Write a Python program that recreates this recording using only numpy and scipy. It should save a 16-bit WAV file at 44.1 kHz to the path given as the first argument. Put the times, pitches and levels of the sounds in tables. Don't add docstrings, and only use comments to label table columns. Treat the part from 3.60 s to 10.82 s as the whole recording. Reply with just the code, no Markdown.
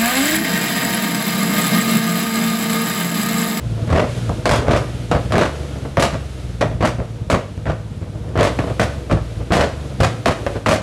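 import sys
import numpy as np
from scipy import signal
from scipy.fft import rfft, irfft, next_fast_len
from scipy.io import wavfile
from scipy.ndimage import uniform_filter1d, minimum_filter1d, map_coordinates

SR = 44100
rng = np.random.default_rng(int(sys.argv[2]) if len(sys.argv) > 2 else 0)


def wav_record(signal):
    frames = np.transpose(np.atleast_2d(signal))
    bounded = np.clip(frames, -1, 1)
    quanta = np.round(bounded * 32767).astype(np.int16)
    wavfile.write(sys.argv[1], SR, quanta)


N = 318400

# start_s, level_db, thump_db (relative to level_db),
# brightness_db_per_octave (well above 1100 Hz), snap_db (relative to level_db)
EXPLOSIONS = [(.177, -18.5, -33, -7.5, -5), (.206, -32, -3, -4, -1), (.276, -21, -13, -1, 5),
              (.293, -18, 4, -6, 0), (.301, -10, 0, -1.5, 1), (.325, -6, 3, -2, -6), (.35, -1, -3, -3, -13),
              (.375, -3.5, -11, -4, 1), (.394, -5.5, -15, -2, -4), (.416, -6.5, -10, -8, -1),
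              (.442, -13, -1, -4, 7), (.484, -24, 2, 3, -3), (.694, -6.5, -2, -13, -3),
              (.856, -0.5, -25, 1, 2), (.891, -8, -10, 2, -5), (.912, 2.5, -6, 1.5, 14.5),
              (.956, -13, -3, 3.5, -3), (.984, -11, 0, -1.5, -7), (1.023, -17, -10, -0.5, 0),
              (1.069, -12, -6, -4, -4), (1.082, 1, -1.5, -3.5, -3), (1.11, -3, -13, -0.5, 0.5),
              (1.133, 1.5, -9, -2.5, 0), (1.161, -7.5, -30, 1, -5), (1.175, -18, 4, 3.5, -2),
              (1.203, -21.5, 4, 1, 2), (1.514, 0, -19, -2.5, -0.5), (1.548, -6, 1.5, -3.5, -19),
              (1.579, -17, -4, -6, -6), (1.705, -17, 4, -1, -6), (1.722, -8, -12, 1, 11),
              (1.735, -2, -13, -6, -1), (1.755, -1.5, -12, -2, 7), (1.781, 0, -30, -1, 8),
              (1.811, -4, -14, -0.5, 1), (1.822, -5.5, -24, -0.5, 8), (1.85, -10, -22, 0.5, -6),
              (2.156, -16, -5, -10, -2.5), (2.248, -12.5, -7, -11, -29), (2.371, -1, -4, -3.5, 8),
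              (2.396, -6, -21, 3.5, 5), (2.423, 0.5, -15, 2.5, 8), (2.44, -10, -7, 0, -1),
              (2.459, -10.5, -22, 0.5, -10), (2.526, -16, 3, 0.5, 0), (2.543, -15.5, 2, -6, 5),
              (3.01, -4, -32, -1, 1), (3.024, -2, -17, -5.5, -6), (3.049, -13.5, 3, -8, -7),
              (3.114, -19, 3.5, -9, -2), (3.206, -7, -5, -3.5, -22), (3.225, -0.5, -13, -3.5, -3),
              (3.249, -6, -20, 1.5, 6), (3.273, -10, -6, 2, -6), (3.385, -13, 0, -13, -6),
              (3.401, -13.5, -2, -11, 4), (3.7, -4.5, -18, 1.5, 4), (3.708, -17, -26, 4.5, 3),
              (3.725, -8, 0, -1, -13), (3.742, -3, -25, -2.5, -4), (3.76, -8.5, -11, -9, -4),
              (3.977, -24.5, 6, -18, 2), (4.056, -17.5, -5, -3.5, 3), (4.064, -9.5, -5.5, -4.5, -15),
              (4.079, -15, -6.5, -2, -23), (4.093, -11, 0, -3, -13), (4.119, -15.5, -11, -7, 5),
              (4.415, -21, 7, -5.5, -2), (4.683, -26.5, 9.5, 1.5, -3), (4.74, -22.5, 2, -4, -7.5),
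              (4.755, -6.5, -6, -5.5, -4.5), (4.775, -6, -6, -3, 6), (4.789, -4.5, -8, -2, -1),
              (4.809, -1.5, -8, -3, 1), (4.829, -5.5, -5, 2, 2), (4.849, -5, -17, 0.5, -1),
              (4.872, -9.5, -11, 0.5, 8), (4.989, -4.5, -8.5, -3.5, 2.5), (5.031, -14, -3, -5, -7),
              (5.071, -13.5, -2, -5, -8), (5.099, -9.5, -7, -9, -3), (5.196, 0, -16.5, 1.5, 10),
              (5.208, -10.5, -13, -1, 1), (5.229, -12, -8, 2.5, 2), (5.253, -23, -6, -1.5, 10),
              (5.497, -10.5, -11, -3.5, -6), (5.512, -7, -6, 0, 4.5), (5.519, -0.5, -3, -14, -3),
              (5.538, -10.5, 2.5, -17, -13), (5.57, -15, 0, -6, -7), (5.8, -14, -2, -13, -38),
              (5.905, -5.5, -2, -6.5, -8), (5.921, 1, -14, 1, 7), (5.952, -8.5, -9, 2, 6),
              (5.968, -5, -4, 0.5, 8), (5.993, 4, -7, -0.5, -9), (6.036, -6, -19, -1.5, 5),
              (6.059, -18, -7, -8, 8), (6.402, -2.5, -0.5, .5, -15), (6.432, 0, -16, 1, -4),
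              (6.459, -15.5, 3, 0, -5), (6.513, -18, -10, -17, -6), (6.658, 0.5, -23, 1, 9),
              (6.684, -3, -5, -1.5, 9), (6.709, -12, -16, 1.5, 6), (6.74, -30, -21, -5, 2),
              (6.865, -10, -6, -4, 10.5), (6.955, -13.5, -4, -4.5, -5), (7.061, -1.5, -42, -1, 3),
              (7.07, -16, -30, -7, 9), (7.085, -4.5, -10, 3, 6), (7.111, -4.5, -35, 1.5, 2),
              (7.129, -8, -5, 3, 10), (7.157, -10.5, -26, 0.5, 0)]
# centre_hz, width_hz, gain_db
SILENCER_MODES = [(64.4, 43.3, 5), (114, 20, 3.5), (146.7, 15.1, 1.5), (180, 26.4, -6.5), (252, 47, -10.5)]


def amp(db):
    return 10 ** (np.asarray(db) / 20)


def unit(x):
    return x / np.sqrt(np.mean(x ** 2) + 1e-20)


def along(points, hz):
    point_hz, values = np.transpose(points)
    return np.interp(np.log(hz + 1), np.log(point_hz + 1), values)


def curves(rows):
    time_s, *columns = np.transpose(rows)
    return [np.interp(np.arange(N) / SR, time_s, column) for column in columns]


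def wobble(rate_hz):
    knots = rng.standard_normal(int(N * rate_hz / SR) + 4)
    return map_coordinates(knots, [np.arange(N) * rate_hz / SR])


def filtered(x, response):
    size = next_fast_len(x.shape[-1] + 8192)
    spectrum = rfft(x, size) * response(np.fft.rfftfreq(size, 1 / SR))
    return irfft(spectrum, size)[..., :x.shape[-1]]


def modes(table):
    def response(hz):
        total = 0
        for k, (centre, width, db) in enumerate(table):
            damping = 1j * hz * width
            total = total + (-1) ** k * amp(db) * damping / (centre * centre - hz * hz + damping)
        return total
    return response


def causal(gain):
    def response(hz):
        cepstrum = irfft(np.log(gain(hz) + 1e-6))
        cepstrum[1:len(cepstrum) // 2] *= 2
        cepstrum[len(cepstrum) // 2 + 1:] = 0
        return np.exp(rfft(cepstrum))
    return response


def coloured(spectrum):
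    return unit(filtered(rng.standard_normal(N), lambda hz: amp(along(spectrum, hz))))


def muffled(hz):
    leak = (1j * hz / 45 / (1 + 1j * hz / 45)) ** 2
    baffles = 1 / (1 + 1j * hz / 450) ** 3
    return leak * baffles


def tailpipe_chirp(t):
    cycles = 600 * t + 2200 * 0.001125 * (1 - np.exp(-t / 0.0011))
    decay = amp(-60 * t / 0.043)
    onset = 1 - np.exp(-t / 0.0003)
    return np.sin(2 * np.pi * cycles) * decay * onset


def pops():
    # centre_hz, width_hz, gain_db
    pipe = [(308, 30.4, 7), (460, 110, -1), (692, 108, 2), (920, 130, -50), (1280, 40, -41),
            (1450, 870, -4), (1720, 3600, -6)]
    # frequency_hz, level_db
    blast_spectrum = [(16, -46), (28, -12), (64, -15), (114, 2.5), (145, -5), (180, -0.5), (261, -5.5),
                      (306, -9), (610, -2), (817, -12), (1150, -9), (7810, -32), (10500, -38.5),
                      (16000, -52)]
    chirp_db, crack_db, scatter_size_db = -12, -8, 3.5
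    rise_s, rise_slows = 0.00091, 0.85
    flicker_db, flicker_hz = 2.6, 300

    out = np.zeros(N + SR)
    t = np.arange(SR // 5) / SR
    noise = rng.standard_normal((len(EXPLOSIONS), len(t)))
    ragged = rng.standard_normal((len(EXPLOSIONS), 100))
    scatter_db = scatter_size_db * rng.standard_normal((len(EXPLOSIONS), 2))

    chirp = tailpipe_chirp(t)
    shock = np.eye(1, len(t))[0]
    ring = filtered(shock, modes(pipe))
    ring = ring / np.abs(ring).max()
    thump = filtered(filtered(shock, muffled), modes(SILENCER_MODES))
    thump = thump / np.abs(thump).max()
    blast = causal(lambda hz: amp(along(blast_spectrum, hz)) * (1.52 + np.abs(modes(pipe)(hz))))
    gases = filtered(noise, blast)

    for explosion, white, gas, knots, (chirp_scatter_db, crack_scatter_db) in zip(
            EXPLOSIONS, noise, gases, ragged, scatter_db):
        start_s, level_db, thump_db, bright_db, snap_db = explosion
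        flicker = flicker_db * np.interp(t * flicker_hz, np.arange(len(knots)), knots)
        flame = amp(flicker - 60 * t / 0.13)
        flame *= 1 - np.exp(-t / (rise_s * amp(-rise_slows * level_db)))
        tilt = causal(lambda hz: amp(bright_db * np.log2(np.hypot(hz / 1100, 1))))
        roar = filtered(0.52 * flame * gas / gas.std(), tilt)

        crack = 0.6 * filtered(white * amp(-60 * t / 0.011), blast) / gas.std()
        snap = amp(chirp_db + chirp_scatter_db) * chirp
        snap += amp(crack_db + crack_scatter_db) * (0.26 * ring + crack)

        pop = amp(snap_db) * snap + roar + amp(thump_db) * thump
        out[round(start_s * SR):][:len(t)] += amp(level_db) * pop
    return out[:N]


def afterburn(steady_db, burn_db, rise_s, t60_s, bright_weight):
    start_s, level_db, _, bright_db, _ = np.transpose(EXPLOSIONS)
    coarse = np.arange(0, N + 100, 100)
    since_s = np.clip(coarse[:, None] / SR - start_s, 0, None)
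    burn = amp(burn_db + level_db + bright_weight * bright_db - 60 * since_s / t60_s)
    burn *= 1 - np.exp(-since_s / rise_s)
    power = np.interp(np.arange(N), coarse, np.sum(burn ** 2, axis=1))
    return np.sqrt(amp(steady_db) ** 2 + power)


def idle():
    # time_s, turns_per_s
    crank_speed = [(0, 18.6), (.2, 18.3), (.45, 20.6), (.82, 17.8), (1.2, 21.4), (1.53, 18.6), (1.94, 24.4),
                   (2.2, 22.1), (2.52, 23.8), (2.96, 19), (3.27, 20.8), (3.7, 16.5), (3.88, 16.5),
                   (4.15, 18.4), (4.4, 16.1), (5.31, 23.5), (5.75, 18.2), (6.1, 25.4), (6.6, 18.2),
                   (7.22, 17.8)]
    cylinders_db = [0, -11, -7.5]
    # time_s, deep_beat_db, upper_beat_db
    beat = [(0.0, -20.5, -21.5), (0.44, -33, -22.5), (0.9, -23, -23.5), (1.29, -29, -26.5),
            (1.69, -22.5, -23), (1.81, -25.5, -29), (2.01, -28.5, -31), (2.25, -32, -26),
            (2.41, -27.5, -31), (2.79, -29.5, -32), (2.99, -23, -27.5), (3.22, -26.5, -25),
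            (3.42, -34, -30), (3.68, -25, -23.5), (3.82, -31.5, -27), (4.91, -26.5, -27.5),
            (5.49, -28, -29), (5.89, -26, -29.5), (6.19, -29, -31), (6.52, -34, -22.5),
            (6.88, -26.5, -34.5), (7.22, -31, -30)]
    # time_s, rasp_db, hiss_db
    gas_flow = [(0.0, -36, -45.5), (0.58, -31.5, -37), (0.9, -31, -41.5), (1.03, -22.5, -40.5),
                (1.31, -34.5, -41.5), (1.81, -33, -40), (3.04, -39, -47.5), (3.16, -36, -48),
                (4.2, -43, -50.5), (4.77, -34, -48.5), (4.95, -30.5, -40), (5.57, -37.5, -45.5),
                (6.94, -32.5, -41.5), (7.22, -37, -53)]
    # frequency_hz, level_db
    rasp_spectrum = [(120, -26), (200, -12), (300, 1), (400, -4.5), (450, -3), (480, 2.5), (515, -6),
                     (620, -4.5), (800, -13), (1500, -20.5), (3000, -53)]
    # frequency_hz, level_db
    hiss_spectrum = [(470, -35), (800, -15), (1020, -28), (1210, 0.5), (1780, -2), (3510, -2.5),
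                     (4930, -7.5), (6820, -9.5), (11100, -14.5), (16000, -33)]

    deep_db, upper_db = curves(beat)
    rasp_db, hiss_db = curves(gas_flow)
    turns = np.cumsum(curves(crank_speed)[0] * (1 + 0.01 * wobble(15))) / SR
    count = np.floor(len(cylinders_db) * turns).astype(int)
    strength_db = np.take(cylinders_db, count, mode="wrap") + 2.3 * wobble(40)
    firings = np.diff(count, prepend=0) * amp(strength_db)
    pressure = filtered(unit(firings) + 0.4 * rng.standard_normal(N), muffled)

    deep = unit(filtered(pressure, lambda hz: modes(SILENCER_MODES[:1])(hz) ** 2))
    upper = unit(filtered(pressure, modes(SILENCER_MODES[1:])))

    puff = np.cos(2 * np.pi * turns - 0.8)
    rasp = unit(amp(0.13 * puff + 1.6 * wobble(40)) * coloured(rasp_spectrum))
    hiss = unit(amp(0.3 * puff + 0.21 * wobble(10)) * coloured(hiss_spectrum))
    rasp_gain = afterburn(rasp_db, burn_db=-41, rise_s=7, t60_s=4, bright_weight=0.3)
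    hiss_gain = afterburn(hiss_db, burn_db=-32, rise_s=-7.5, t60_s=2.5, bright_weight=6)
    return amp(deep_db) * deep - amp(upper_db) * upper + rasp_gain * rasp + hiss_gain * hiss


def street(x):
    # frequency_hz, t60_s
    decay_times = [(100, 0.23), (600, 0.36), (2500, 0.38), (8000, 0.37), (14000, 0.22)]
    out = np.zeros(N + 2 * SR)
    hop = SR // 4
    for start in range(0, N, hop):
        hz, t, echoes = signal.stft(rng.standard_normal(SR), SR, nperseg=256)
        decay = amp(-60 * t / along(decay_times, hz)[:, None])
        onset = 1 - np.exp(-t / 0.0089)
        tail = signal.istft(echoes * decay * onset, SR, nperseg=256)[1]
        wet = signal.fftconvolve(x[start:start + hop], tail / np.linalg.norm(tail))
        out[start:][:len(wet)] += wet
    return out[:N]


def hush():
    depth_db, width_s, half_depth_db = 3, 0.085, -3.5
    start_s, level_db = np.transpose(EXPLOSIONS)[:2]
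    coarse = np.arange(0, N + 100, 100)
    until_s = start_s - coarse[:, None] / SR
    loudness = 1 / (1 + amp(2 * (half_depth_db - level_db)))
    dip = np.max(loudness * np.exp(-(until_s / width_s) ** 2), axis=1)
    return amp(-depth_db * np.interp(np.arange(N), coarse, dip))


def scene():
    # frequency_hz, level_db
    traffic_spectrum = [(15, -28), (28, 23), (45, 14), (80, -43)]
    bangs = pops()
    background = hush() * (amp(-10) * street(bangs) + idle())
    traffic = amp(-48) * coloured(traffic_spectrum)
    return (bangs + background + traffic)[None]


def record(dry):
    ceiling, saturation, top_hz = 0.7, 0.74, 15950
    need = np.minimum(1, ceiling / (np.abs(dry) + 1e-9))
    gain = uniform_filter1d(minimum_filter1d(need, size=221, origin=60), size=101)
    limited = dry * gain
    rounded = limited / (1 + np.abs(limited / saturation) ** 6) ** (1 / 6)

    def microphone(hz):
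        bass = hz ** 2 / (hz ** 2 + 30 ** 2)
        treble = 0.26 + 0.73 / (1 + (hz / 12500) ** 16)
        return (hz < top_hz) * bass * treble
    return filtered(rounded, microphone)


dry = scene()
out = record(dry)
wav_record(out)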